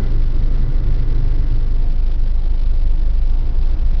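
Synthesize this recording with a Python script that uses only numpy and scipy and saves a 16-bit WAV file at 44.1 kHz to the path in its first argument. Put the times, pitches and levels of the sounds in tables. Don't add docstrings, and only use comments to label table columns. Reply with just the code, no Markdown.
import sys
import numpy as np
from scipy import signal
from scipy.fft import irfft
from scipy.io import wavfile
from scipy.ndimage import map_coordinates

SR = 44100
rng = np.random.default_rng(int(sys.argv[2]) if len(sys.argv) > 2 else 0)


def wav_out(sig):
    wavfile.write(sys.argv[1], SR, np.round(np.clip(np.atleast_2d(sig).T, -1, 1) * 32767).astype(np.int16))


N = 176400


def undb(db):
    return 10 ** (np.asarray(db) / 20)


def curve(rows):
    return np.interp(np.arange(N) / SR, *np.array(rows).T)


def walk(per_s):
    steps = rng.standard_normal(2000)
    drift = map_coordinates(steps, [np.arange(N) / SR * per_s + 4], order=3, mode="wrap")
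    return drift / drift.std()


def noise(gain):
    hz = np.maximum(np.arange(N // 2 + 1) * SR / N, 1)
    wave = irfft(gain(hz) * np.exp(2j * np.pi * rng.random(len(hz))), N)
    return wave / wave.std()


def coloured(points):
    points_hz, db = np.array(points).T

    def gain(hz):
        low_cut = np.minimum(hz / points_hz[0], 1) ** 2
        return undb(np.interp(np.log(hz), np.log(points_hz), db)) * low_cut
    return noise(gain)


def wavering(hz, spread_hz, per_s):
    cycles = np.cumsum(hz + spread_hz * walk(per_s)) / SR
    return np.sqrt(2) * np.sin(2 * np.pi * (cycles + rng.random()))


def ringing(centre_hz, width_hz):
    return noise(lambda hz: 1 / (1 + ((hz / centre_hz - centre_hz / hz) * centre_hz / width_hz) ** 2))


def engine():
    # time_s, firing_hz
    speed = [(0, 24.95), (1.6, 24.97), (2.0, 25.35), (2.5, 25.05), (3.1, 25.15), (4, 25.0)]
    # multiple, level_db, scatter_db
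    orders = [(1, -13, 0.5), (2, -25, 1.5), (3, -42.5, 2.5), (4, -52.5, 1), (5, -48.5, 0), (6, -46, 4)]
    first_firing_s, jitter_cycles, rock_db = 0.03337, 0.022, -33
    firing_hz = curve(speed)
    cycles = np.cumsum(firing_hz) / SR - first_firing_s * firing_hz[0] + jitter_cycles * walk(per_s=11)
    throb = 0
    for multiple, level_db, scatter_db in orders:
        amplitude = np.sqrt(2) * undb(level_db + scatter_db * walk(per_s=firing_hz[0]))
        throb -= amplitude * np.sin(2 * np.pi * round(multiple) * cycles)
    limp = 1 + 0.1 * np.sin(np.pi * cycles)
    rocking = np.sqrt(2) * undb(rock_db) * np.cos(np.pi * cycles)
    return throb * limp - rocking


def cabin():
    # centre_hz, width_hz, level_db
    booms = [(13.2, 18, -29.5), (27, 19, -30), (49, 11, -31.5), (76, 16, -44.5), (110, 22, -40),
             (144, 9.4, -49)]
    return sum(undb(db) * ringing(hz, width_hz) for hz, width_hz, db in booms)


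def tyres():
    # frequency_hz, relative_db
    road_spectrum = [(45, -20), (70, 0.5), (92, -1.5), (112, -0.5), (138, -3), (165, -16.5), (205, -13),
                     (235, -15.5), (280, -11.5), (340, -16), (420, -20), (520, -23.5), (650, -32),
                     (1000, -34.5), (1400, -36), (2000, -40.5), (2600, -49.5), (5000, -54)]
    # pitch_hz, over_rumble_db
    drone_tones = [(106, -10), (129, -7.5)]
    # centre_hz, width_hz, over_rumble_db
    whirr_bands = [(1168, 63, -35), (1405, 100, -35.5), (2001, 77, -34.5)]
    # time_s, level_db
    rolling = [(0, -24), (.17, -28.5), (.28, -31), (.42, -27), (.9, -27.5), (1.3, -26.5), (1.55, -30),
               (1.8, -32), (2.1, -38.5), (2.6, -42.5), (3.3, -42), (3.7, -38.5), (4, -40)]
    jolt_db = 0.57
    rumble = coloured(road_spectrum) * undb(jolt_db * walk(per_s=14))
    drone = sum(undb(db) * wavering(hz, spread_hz=4, per_s=14) for hz, db in drone_tones)
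    whirr = sum(undb(db) * ringing(hz, width_hz) for hz, width_hz, db in whirr_bands)
    return (rumble + drone + whirr) * undb(curve(rolling))


def wash():
    # frequency_hz, relative_db
    spectrum = [(60, -2), (130, -3.5), (175, 0), (220, -4), (280, -2), (350, -4.5), (470, -11.5),
                (570, -8.5), (640, -13.5), (800, -16), (1150, -22), (1600, -25.5), (2400, -29.5),
                (4800, -39.5), (6000, -38)]
    # time_s, level_db
    levels = [(0, -40.5), (1.5, -44), (2.2, -40), (2.8, -40.5), (3.3, -40), (3.7, -38), (4, -39)]
    flicker_db = 1.03
    return coloured(spectrum) * undb(curve(levels) + flicker_db * walk(per_s=25))


def bumps():
    # peak_s, pitch_hz, level_db
    thuds = [(0.181, 122, -26), (1.25, 78, -28), (1.53, 115, -28)]
    swell_s = 0.039
    t = np.arange(N) / SR
    sound = 0
    for peak_s, hz, db in thuds:
        envelope = undb(db) * np.exp(-((t - peak_s) / swell_s) ** 2)
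        sound += envelope * wavering(hz, spread_hz=2, per_s=20)
    return sound


def hum():
    # time_s, pitch_hz
    pitches = [(0, 56.87), (1.3, 57.62), (2.85, 55.6), (3.4, 57.79), (4, 58.6)]
    # time_s, level_db
    levels = [(0, -44), (1.2, -31), (1.7, -44), (2.2, -45), (2.35, -29.5), (2.7, -28.5), (3.0, -33),
              (3.4, -26), (3.7, -24), (4, -30)]
    return undb(curve(levels)) * wavering(curve(pitches), spread_hz=0.17, per_s=4)


def whine():
    # centre_hz, width_hz, relative_db
    bands = [(702, 14, -1), (804, 15, -7.5), (914.6, 19, -4), (1143, 25, -10), (1453, 50, -12.5),
             (4870, 60, -17)]
    # time_s, gain_db
    growth = [(0, -62), (1.8, -57.5), (2.9, -57), (3.5, -53.5), (4, -56)]
    return undb(curve(growth)) * sum(undb(db) * ringing(hz, width_hz) for hz, width_hz, db in bands)


def scene():
    return (engine() + hum() + cabin() + tyres() + bumps() + wash() + whine())[None]


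def record(dry):
    full_swing, knee_hardness = 0.44, 17
    rest_hiss_db, hiss_per_swing_db, flicker_db = -71, -38.5, 1.06
    hiss_edge_hz, top_hz = 5075, 6100
    overload = 1 + np.abs(dry / full_swing) ** knee_hardness
    limited = dry / overload ** (1 / knee_hardness)
    hiss = noise(lambda hz: 1 / np.sqrt(1 + (hz / hiss_edge_hz) ** 15))
    hiss *= undb(flicker_db * walk(per_s=18))
    hiss_gain = undb(rest_hiss_db) + undb(hiss_per_swing_db) * np.abs(limited) / overload
    lowpass = signal.butter(12, top_hz, fs=SR, output="sos")
    return signal.sosfiltfilt(lowpass, limited + hiss * hiss_gain)


dry = scene()
out = record(dry)
wav_out(out)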